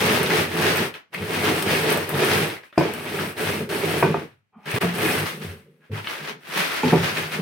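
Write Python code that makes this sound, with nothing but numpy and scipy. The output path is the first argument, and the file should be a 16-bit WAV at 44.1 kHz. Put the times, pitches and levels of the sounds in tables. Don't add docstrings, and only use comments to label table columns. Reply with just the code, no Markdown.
import sys
import numpy as np
from scipy import signal
from scipy.fft import rfft, irfft
from scipy.io import wavfile
from scipy.ndimage import uniform_filter1d

SR = 44100
rng = np.random.default_rng(int(sys.argv[2]) if len(sys.argv) > 2 else 0)


def volts(x):
    e = np.asarray(x, float) / 20
    return 10 ** e


def dump_mix(stems):
    frames = np.atleast_2d(stems).T
    limited = np.clip(frames, -1, 1)
    pcm = np.round(limited * 32767).astype(np.int16)
    wavfile.write(sys.argv[1], SR, pcm)


N = 326781
CLOCK_S = np.arange(0, N / SR + .002, .001)

# frequency in Hz, density in dB per Hz.
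CRUNCH = [(150, -36), (300, -14.5), (600, -13.5), (1060, -14), (1740, -11), (2670, -13), (4000, -19.5),
          (5500, -23.5), (7200, -30.5), (8500, -51.5), (16000, -93.5)]
# frequency in Hz, density in dB per Hz.
FILM = [(5000, -22.5), (7400, -6.5), (8000, 3.5), (9840, 3.5), (12500, 1.1), (15000, 1), (16500, -2.5)]
# frequency in Hz, density in dB per Hz.
HISS = [(35, -36), (60, -1), (217, 1), (323, -11), (1010, -14.5), (2300, -12), (5330, -27.5), (16000, -36)]
HISS_DB = -76

# frequency in Hz, level in dB, t60 in seconds.
BOOM = [(90.3, -4, 0.13), (113.4, 2.5, 0.091), (140, -6, 0.23), (159.4, -1.5, 0.22), (202, 0, 0.14),
        (247.4, 0, 0.099)]
# frequency in Hz, level in dB, t60 in seconds.
RING = [(331.4, -3, 0.11), (364.8, -2.5, 0.11), (394.2, 0.5, 0.089), (437, -2, 0.16), (499, -3.5, 0.089),
        (558.4, -7, 0.11), (621.5, -7.5, 0.078), (723, -7.5, 0.055), (809, -7.5, 0.063), (931.4, -8, 0.08),
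        (1136, -10, 0.041), (269, -9, 0.063)]
# frequency in Hz, level in dB, t60 in seconds.
CLACK = [(693, -2.5, 0.054), (880, -3, 0.021), (1160, -4.5, 0.034), (1420, -8.5, .03), (1600, -4.5, .006),
         (1850, -11.5, 0.026), (2350, -8.5, 0.044), (2600, -9, .008), (3020, -19, 0.013),
         (5040, -24.5, .02)]
# frequency in Hz, level in dB, t60 in seconds.
RUB_BANDS = [(804.4, 2.5, .02), (1180, 4, 0.018), (2410, -9, 0.021), (3179, -20, .02)]
# start in seconds, full in seconds, end in seconds.
RUB_S = (4.522, 4.545, 4.65)
RUB_DB = -55
# start in seconds, full in seconds, end in seconds, level in dB, frequency in Hz, t60 in seconds.
CREAKS = [
    (5.675, 5.7, 5.75, -67, 460, .12),
    (2.69, 2.7, 2.712, -58, 2560, .02),
    (4.208, 4.218, 4.235, -56, 2520, .012),
    (6.834, 6.838, 6.846, -32, 2400, .02),
    (5.81, 5.825, 5.85, -61, 1600, .006),
]

# time in seconds, peak in dB, pitch in Hz, left minus right in dB.
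SNAPS = [(0.2614, -14, 3407, 0), (0.2994, -11, 1750, -4.5), (0.876, -25, 1940, -1),
         (0.9406, -23.5, 2520, -3), (0.5192, -24, 1560, 0), (0.566, -15, 1090, -1), (1.1406, -24, 1455, 0),
         (1.1777, -22, 2670, 0), (1.2233, -20, 1990, 0), (1.715, -14, 2900, 0), (1.75, -13, 2500, 0),
         (2.0853, -28.5, 2010, 0), (2.1026, -19, 1100, 0), (2.5011, -17, 2160, 0),
         (2.5666, -25, 2140, -0.5), (2.6349, -34, 1670, 0), (2.9377, -20.5, 2380, 0),
         (3.0607, -25, 1960, 0), (3.4895, -18, 1100, 0), (3.7199, -26, 1520, 0), (4.6597, -28, 1920, 0),
         (4.9871, -17.5, 1490, 0), (5.015, -17, 1500, 0), (6.7076, -23, 1532, 0), (1.129, -38, 1520, 3),
         (1.146, -17.5, 2270, 11), (1.6244, -15, 3060, -0.5), (1.696, -17, 2110, 1.5),
         (2.152, -14.5, 1344, -4), (2.2408, -22, 2160, 2.5), (2.727, -33, 1900, 4.5), (0.99, -40, 2000, 0),
         (2.7586, -34, 1550, -3), (2.7795, -20, 4960, 10), (3.1896, -13.5, 1690, -2),
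         (3.3807, -21.5, 2260, 0), (3.8835, -17.5, 1967, 0), (4.0254, -9.5, 1450, 3),
         (4.142, -17, 1205, 3.0), (4.678, -22, 1720, 1.5), (4.717, -16, 1840, 6), (4.7623, -14, 1766, 1),
         (4.8095, -19, 2150, 1.5), (4.823, -15, 1710, -1), (5.0888, -12, 2045, 7), (6.0447, -20, 2208, 4),
         (6.0716, -15.5, 2270, 10), (6.5745, -16, 1530, 0), (7.0335, -16, 1475, 1.5),
         (7.1729, -12.5, 2350, 4), (7.3194, -18, 2170, 0)]
# time in seconds, peak in dB, left minus right in dB.
TICKS = [(0.2314, -13, 5), (0.7608, -19.5, 3.5), (0.771, -14, 3.5), (1.1435, -25, -1), (1.2226, -31, -1),
         (1.3074, -27, 1.0), (1.5628, -24, 1.0), (1.6244, -14.5, 6), (1.6906, -21, -3), (1.715, -16, 8),
         (1.904, -14.5, 1.0), (1.925, -11.5, 1.5), (1.9736, -13, 1.0), (2.0742, -28, 0.0), (2.092, -14, 9),
         (2.2474, -16, 4), (2.778, -33, 4), (2.9367, -20.5, 8), (3.3775, -28, 0.5), (3.4146, -27, -0.5),
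         (3.4366, -25, 1.0), (3.7399, -24, 4.5), (4.011, -23, 0), (4.114, -33, 0), (4.659, -39, 0),
         (4.762, -23, 0), (0.94, -38, 0), (4.714, -21.5, 3), (4.813, -27, 2.5), (4.9746, -24.5, 2.5),
         (4.9866, -18.5, 4), (6.2715, -36, 4), (6.574, -17, 2.5), (7.1716, -26, 2.0)]
# time in seconds, ring peak in dB, thud in Hz, clack minus ring in dB, contact in ms.
BLOWS = [(1.959, -16.5, 107, 0, 16), (2.7771, -2.5, 140, -2.5, 12.4), (2.809, -10.5, 173, -9, 16),
         (2.848, -15.5, 228, -2.5, 24), (2.888, -22, 200, -4, 20), (4.0256, -5.5, 147, 1, 21.8),
         (4.143, -10, 148, -2.5, 12), (4.219, -23.5, 182, -8, 6.1), (4.83, -15, 174.5, -0.5, 37.5),
         (6.833, -10, 250, -9, 34.3), (6.924, -7.5, 170.3, -4.5, 35.6), (6.931, -6.5, 215, -4, 12)]
THUD_DB, THUD_DB_PER_MS = -19, 0.5
# time in seconds, thud peak in dB, thud in Hz, ring minus thud in dB.
BUMPS = [(1.15, -31, 190, -7), (1.185, -28, 92.3, -15), (2.124, -21, 145.6, 0.5), (4.555, -37, 216.5, -19),
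         (4.578, -47, 200, -6), (4.728, -18, 115, -4), (5.433, -29, 110, -8), (5.459, -28, 87.99, -18.5),
         (5.893, -23.5, 104, -30), (5.915, -24, 111, -18), (6.578, -26.5, 183.5, -7),
         (7.389, -24, 180.2, -2)]
BUMP_MS, BUMP_CLACK_DB, BUMP_ATTACK_S = 13, -6, .008

# bite in seconds, level then in dB under the peak, peak in seconds,
# peak crunch in dB, lift in seconds.
ROLLS = [(-0.05, 1, 0.077, -21, 0.27), (0.24, -4, 0.34, -22, 0.46), (0.5, -9.5, 0.6, -22, 0.8),
         (0.74, -3, 0.8, -26, 0.875), (1.17, -14.5, 1.447, -23, 1.644), (1.65, -6, 1.68, -23.5, 1.932),
         (1.86, -5, 1.87, -24.5, 2.047), (2.085, -8.5, 2.234, -22.5, 2.522), (2.92, -10, 3.18, -29, 3.314),
         (3.385, -2, 3.461, -27, 3.625), (3.715, -7.5, 3.69, -28, 3.9), (3.8, -5.5, 3.97, -26, 4.05),
         (4.8, -4, 4.74, -27, 4.87), (4.94, -11, 5.03, -23.5, 5.26)]
ROCKS = [(0.44, -2.5, 0.44, -40, 0.56), (0.8, -1, 0.83, -36, 0.9), (1.16, -3, 1.23, -37, 1.24),
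         (4.53, -7.5, 4.56, -58, 4.4), (5.3, -3, 5.43, -41, 5.62), (5.9, -4, 5.93, -41, 6.0),
         (4.06, -2, 4.11, -28, 4.18), (3.5, -8, 3.6, -34, 3.7), (4.2, -2, 4.22, -41.5, 4.25),
         (4.66, -9, 4.72, -33.5, 4.73), (5.26, -2, 5.2, -46.5, 5.3), (5.54, -7, 5.565, -48, 5.45),
         (5.64, -2.5, 5.75, -69, 6.019), (6.0, -5, 6.02, -49, 6.14), (6.2, -6, 6.3, -44, 6.4),
         (6.49, -13, 6.57, -37, 6.5), (6.68, -7, 6.72, -37, 6.1), (6.84, 0, 6.93, -29, 7.12),
         (7.02, -3, 6.6, -36, 6.1), (7.16, -1, 7.2, -35, 7.3), (7.33, -6, 7.4, -33.5, 7.4)]
SHUDDERS = [
    (4.05, -3, 4.04, -37.5, 4.22),
    (4.26, -2, 4.28, -60, 4.33),
    (5.76, -6, 5.7, -62, 5.5),
    (5.99, -2, 6.0, -50, 6.06),
    (6.86, -6, 6.94, -33, 7.2),
    (7.05, -2, 7.1, -42, 7.3),
    (0.45, -2, 0.5, -41, 0.56),
    (2.0, -2.5, 2.03, -38, 2.1),
    (2.9, -2, 2.93, -42, 3.06),
    (3.5, 0, 3.56, -37.5, 3.65),
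]
JOLTS = [(0.939, -1, 0.943, -40, 0.975), (1.13, -8.5, 1.15, -28, 1.1), (2.727, -4.5, 3.7, -50, 2.755),
         (2.778, 0, 2.8, -28.5, 3), (4.025, -2, 4.07, -31, 4.17), (4.144, -6, 4.16, -38, 4.25),
         (4.57, -16, 4.655, -51, 5), (4.659, -10, 4.69, -27, 5), (5.805, -3, 5.83, -60, 6),
         (5.917, -9, 5.975, -30.5, 6), (7.165, 0, 7.175, -22, 7)]
SLIDES = [
    (2.633, -2, 2.636, -48.5, 2.67),
    (2.758, -6, 2.775, -46.5, 2.79),
    (4.757, -3, 4.7, -26, 4.72),
    (5.26, 9, 5.31, -35, 5.403),
    (5.42, 1, 5.46, -37.5, 5.55),
    (5.68, -1, 5.6, -65, 5.95),
]
SHAKES = [
    (6.05, -7, 6.085, -29, 6.2),
    (6.2, -8, 6.295, -32.5, 6.31),
    (6.43, -26.5, 6.585, -19, 6.69),
    (6.69, -5.5, 6.755, -24.5, 6.84),
    (6.85, -3.5, 6.905, -25.5, 7.0),
    (6.99, -7, 7.045, -24, 7.123),
    (7.16, 2.5, 7.2, -27.5, 7.27),
    (7.08, -2, 7.11, -32, 7.17),
    (7.24, -2, 7.27, -34, 7.33),
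    (7.295, -9, 7.333, -24.5, 7.39),
]

ROLL_BRAKE, RUSTLE_BRAKE = 2.9, 1.28
ROLL_BITE_DB_PER_S, RUSTLE_BITE_DB_PER_S, SHAKE_BITE_DB_PER_S = 500.5, 2500, 300
ROLL_LIFT_DB_PER_S, RUSTLE_LIFT_DB_PER_S = 160.5, 40
ROLL_BOOM_DB, ROLL_RING_DB = -13, -4
RUSTLE_BOOM_DB, RUSTLE_RING_DB = -33.5, -23.5
ROLL_FILM_DB, FILM_DB_PER_S = -14, 0.62
JOLT_FILM_DB, SLIDE_FILM_DB, SHAKE_FILM_DB = -18.5, -12, -16
BRIGHT_HZ, BRIGHT_DB_PER_DB, BRIGHT_AT_DB = 3000, 0.12, -25
JOLT_BRIGHT_DB, SLIDE_BRIGHT_DB, SHAKE_BRIGHT_DB = -2.5, 2, 0
SHARDS_PER_S, SHARD_HZ, SHARD_OCTAVES, SHARD_CYCLES, SHARD_SPREAD_DB = 500, 2302, .55, 13.1, 3.5
ROLL_SHARD_DB, JOLT_SHARD_DB, SLIDE_SHARD_DB, SHAKE_SHARD_DB = -8, -10, -11, -10.5

ROOM_T60_S, ROOM_TREBLE_T60_S, WET_DB = 0.23, 0.14, -0.5
# start in seconds, return in seconds, level in dB.
DROPOUT = (4.787, 4.81, -26)
TOP_HZ = 15900


def at(s):
    return int(np.clip(s * SR, 0, N - 1))


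def unit(x):
    return x / np.sqrt(np.mean(x ** 2))


def colour(x, points):
    hz, db = np.transpose(points)
    grid = np.arange(1, 1026) * SR / 2050
    cepstrum = irfft(np.interp(np.log(grid), np.log(hz), db) * np.log(10) / 20)
    cepstrum[1:1024] *= 2
    cepstrum[1025:] = 0
    taps = irfft(np.exp(rfft(cepstrum)))[:1024]
    return signal.fftconvolve(x, taps / np.linalg.norm(taps))[:N]


def modes(x, table, stretch=1):
    out = 0
    for k, (hz, db, t60) in enumerate(table):
        pole = np.exp(2j * np.pi * hz / SR - np.log(1000) / (t60 * stretch * SR))
        out = out + (-1) ** k * volts(db) * signal.lfilter([1], [1, -pole], x).imag
    return out


def flicker(rate):
    hold = int(SR / rate)
    steps = np.repeat(rng.standard_normal(N // hold + 1), hold)
    return uniform_filter1d(steps, hold)[:N]


def fractures(rate, spread_db, patchy_db, most_db=13):
    draw = rng.random((3, N))
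    size_db = np.minimum(-spread_db * np.log(1 - draw[1]), most_db)
    size = volts(size_db) * np.sign(draw[2] - .5)
    return (draw[0] < rate / SR) * size * volts(patchy_db * flicker(30))


def effort(moves, bite_db_per_s=RUSTLE_BITE_DB_PER_S, brake=RUSTLE_BRAKE, lift_db_per_s=RUSTLE_LIFT_DB_PER_S):
    power = 1e-12
    for start, start_db, peak, db, down in moves:
        rise = np.interp(CLOCK_S, [start - .5, start, peak], [start_db - bite_db_per_s * .5, start_db, 0])
        fall = 10 * (np.maximum(CLOCK_S - peak, 0) / max(down - peak, .005)) ** brake
        fall = fall + lift_db_per_s * np.maximum(CLOCK_S - down, 0)
        power = power + volts(db + rise - np.minimum(fall, 200)) ** 2
    return power


def level_db(*parts):
    power = sum(p * volts(db) ** 2 for p, db in parts)
    return np.interp(np.arange(N) / SR, CLOCK_S, 10 * np.log10(power))


def scattered(clicks, points, t60, wet_db):
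    sides = clicks * (0.41 + 0.72 * rng.standard_normal((2, N)))
    keep = volts(-120 / t60 / SR)
    early = np.exp(-1 / (0.0058 * SR))
    power = signal.lfilter([1 - keep], [1, -keep], clicks ** 2)
    power = signal.lfilter([1 - early], [1, -early], power)
    mix = sides + volts(wet_db) * np.sqrt(np.abs(power)) * rng.standard_normal((2, N))
    return np.array([colour(side, points) for side in mix]) / np.hypot(1, volts(wet_db))


def room(x, wet_db, alike):
    t = np.arange(SR // 2) / SR
    noise = rng.standard_normal((3, len(t)))
    tails = alike * noise[2] + np.sqrt(1 - alike ** 2) * noise[:2]
    low = signal.lfilter(*signal.butter(1, 2000, fs=SR), tails)
    tails = low * volts(-60 * t / ROOM_T60_S) + (tails - low) * volts(-60 * t / ROOM_TREBLE_T60_S)
    tails *= np.minimum(t / 0.0026, 1)
    tails *= volts(wet_db) / np.sqrt(np.sum(tails ** 2, axis=1, keepdims=True))
    tails[:, 0] += 1
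    return signal.fftconvolve(x[None], tails / np.hypot(1, volts(wet_db)), axes=1)[:, :N]


def background_hiss():
    sides = [unit(colour(noise, HISS)) for noise in rng.standard_normal((2, N))]
    return np.array(sides) * volts(HISS_DB + 1.0)


def crushing(crunch_db, film_db, bright_db):
    surge_db = crunch_db + 1.5 * flicker(50) + 0.7 * flicker(150)
    crumbs = unit(fractures(4000, spread_db=2.5, patchy_db=2.0)) * volts(surge_db + 1.0)
    film = unit(fractures(4100, spread_db=2.5, patchy_db=0.0, most_db=9.5)) * volts(surge_db + film_db + 4.5)
    crunch = scattered(crumbs, CRUNCH, ROOM_T60_S, WET_DB)
    dull = signal.filtfilt(*signal.butter(2, BRIGHT_HZ, fs=SR), crunch)
    crunch = dull + (crunch - dull) * volts(bright_db)
    return crunch + scattered(film, FILM, ROOM_TREBLE_T60_S, WET_DB + 1.0)


def counter(boom_db, ring_db):
    boom = unit(modes(fractures(400, spread_db=2.5, patchy_db=2), BOOM))
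    ring = unit(modes(fractures(1200, spread_db=4, patchy_db=-0.5), RING))
    return volts(boom_db + 9) * boom, volts(ring_db + 3.5) * ring


def shards(db):
    count = 4000
    draw = rng.random((4, count))
    start = (draw[0] * N).astype(int)
    octaves = SHARD_OCTAVES * rng.standard_normal(count)
    hz = np.clip(SHARD_HZ * 2 ** octaves, 700, 7000)[:, None]
    size = volts(db[start] + np.minimum(-SHARD_SPREAD_DB * np.log(1 - draw[1]), 12))
    size *= draw[2] < SHARDS_PER_S * N / SR / count
    k = np.arange(500)
    cycles = hz * k / SR
    ring = size[:, None] * np.sin(2 * np.pi * cycles) * volts(-60 * cycles / SHARD_CYCLES / 2)
    turn = draw[3, :, None] * np.pi / 2
    where = (start[:, None] + k).ravel()
    sides = [np.bincount(where, (ring * w).ravel(), N + 500)[:N] for w in (np.cos(turn), np.sin(turn))]
    return np.array(sides)


def place(out, s, db, pan_db, burst):
    sides_db = db + np.array([[pan_db], [-pan_db]]) / 2
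    out[:, at(s):at(s) + 600] += volts(sides_db) * burst / np.abs(burst).max()


def film_ticks():
    out, t = np.zeros((2, N + 600)), np.arange(600) / SR
    for s, db, pan_db in TICKS:
        burst = rng.standard_normal((2, 600)) * np.exp(-t / .0012)
        place(out, s, db + 2.5, pan_db, burst)
    return np.array([colour(side, FILM) + 0.44 * colour(side, CRUNCH) for side in out])


def snaps():
    out, t = np.zeros((2, N + 600)), np.arange(600) / SR
    for s, db, hz, pan_db in SNAPS:
        burst = rng.standard_normal(600) * np.exp(-t / 0.0023)
        crack = modes(burst, [(hz, 0, .003), (1.75 * hz, -6, .0015)])
        place(out, s, db - 2.5, pan_db, crack)
    return out[:, :N]


def rocking():
    hum = unit(modes(fractures(500, spread_db=3.5, patchy_db=3), BOOM[2:] + RING[-1:] + RING[:6], 0.65))
    deep = unit(modes(rng.standard_normal(N), BOOM[:2], 1.1))
    rock_db = level_db((effort(ROCKS), 3.0))
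    shudder_db = level_db((effort(SHUDDERS, ROLL_BITE_DB_PER_S), 0))
    return volts(rock_db) * hum + volts(shudder_db) * deep


def new_spot(table, pitch_spread, spread_db):
    return [(hz * (1 + pitch_spread * rng.standard_normal()), db + spread_db * rng.standard_normal(), t60)
            for hz, db, t60 in table]


def knocks():
    boom, ring = np.zeros((2, N + SR))
    t = np.arange(SR // 3) / SR
    hits = [(s, db, THUD_DB + THUD_DB_PER_MS * ms, hz, clack_db, ms, 1) for s, db, hz, clack_db, ms in BLOWS]
    hits += [(s, db + ring_db, -ring_db, hz, BUMP_CLACK_DB, BUMP_MS, 0) for s, db, hz, ring_db in BUMPS]
    for s, db, thud_db, hz, clack_db, ms, hard in hits:
        attack_s = 0.002 if hard else BUMP_ATTACK_S
        push = rng.standard_normal(len(t)) * np.minimum(t / attack_s, 1) * np.exp(-t / (ms / 1000))
        if hard:
            push[:12] += 2.5
        else:
            push += 0.25 * np.sin(2 * np.pi * hz * t) * (t < 2.5 / hz)
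        thud = modes(push, [(hz, 0, .22), (1.2 * hz, -5, .12)]) + 0.37 * modes(push, BOOM)
        rung = modes(push, new_spot(RING[:10], 0.031, 3.55), 0.56)
        clack = modes(push, new_spot(CLACK, .05, 0))
        for out, part, rel_db in ((boom, thud, thud_db), (ring, rung, 0), (ring, clack, clack_db)):
            out[at(s):at(s) + len(t)] += volts(db + rel_db - 0.5) * part / np.abs(part).max()
    return boom[:N], ring[:N]


def rub():
    out, t = 0, np.arange(N) / SR
    slips = [(*RUB_S, RUB_DB, RUB_BANDS)]
    slips += [(start, full, end, db, [(hz, 0, t60)]) for start, full, end, db, hz, t60 in CREAKS]
    for start, full, end, db, bands in slips:
        press = np.interp(t, [start, full, end, end + (full - start)], [0, 1, 1, 0])
        out = out + volts(db) * press * unit(modes(rng.standard_normal(N), bands))
    return out


def scene():
    roll = effort(ROLLS, ROLL_BITE_DB_PER_S, ROLL_BRAKE, ROLL_LIFT_DB_PER_S)
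    jolt, slide, shake = effort(JOLTS), effort(SLIDES), effort(SHAKES, SHAKE_BITE_DB_PER_S)
    bag = jolt + slide + shake
    crunch_db = level_db((roll + bag, 0))
    film_db = level_db((roll, ROLL_FILM_DB + FILM_DB_PER_S * CLOCK_S), (jolt, JOLT_FILM_DB),
                       (slide, SLIDE_FILM_DB), (shake, SHAKE_FILM_DB)) - crunch_db
    bright_db = level_db((roll, 0), (jolt, JOLT_BRIGHT_DB), (slide, SLIDE_BRIGHT_DB),
                         (shake, SHAKE_BRIGHT_DB)) - crunch_db
    bright_db += BRIGHT_DB_PER_DB * np.maximum(crunch_db - BRIGHT_AT_DB, -40)
    shard_db = level_db((roll, ROLL_SHARD_DB), (jolt, JOLT_SHARD_DB), (slide, SLIDE_SHARD_DB),
                        (shake, SHAKE_SHARD_DB)) + 4

    crackle = crushing(crunch_db, film_db, bright_db)
    boom, ring = counter(level_db((roll, ROLL_BOOM_DB), (bag, RUSTLE_BOOM_DB)),
                         level_db((roll, ROLL_RING_DB), (bag, RUSTLE_RING_DB)))
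    pieces = shards(shard_db) + film_ticks() + snaps()
    thuds, wood = knocks()

    air = crackle + .5 * pieces + 1.27 * room(pieces.mean(axis=0), WET_DB + 7.5, alike=0.039)
    air = air * volts(np.array([[.6], [-.6]]))
    body = room(boom + thuds + rocking(), WET_DB - 9.5, alike=0.9)
    body = body + room(ring + wood + rub(), WET_DB - 4.5, alike=0.79)
    return air + body + background_hiss()


def roll_off(x):
    return signal.sosfilt(signal.butter(12, 16940, fs=SR, output="sos"), x)


def record(dry):
    gone, back, db = DROPOUT
    gate_db = np.interp(np.arange(N) / SR, [gone - .001, gone, back - .008, back + 0.0041], [0, db, db, 0])
    x = signal.sosfilt(signal.butter(3, 74, "high", fs=SR, output="sos"), dry) * volts(gate_db)
    x = signal.sosfilt(signal.ellip(8, .2, 50, TOP_HZ, fs=SR, output="sos"), x)
    x = np.tanh(0.58 * x) / 0.63
    return roll_off(x)


dry = scene()
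out = record(dry)
dump_mix(out)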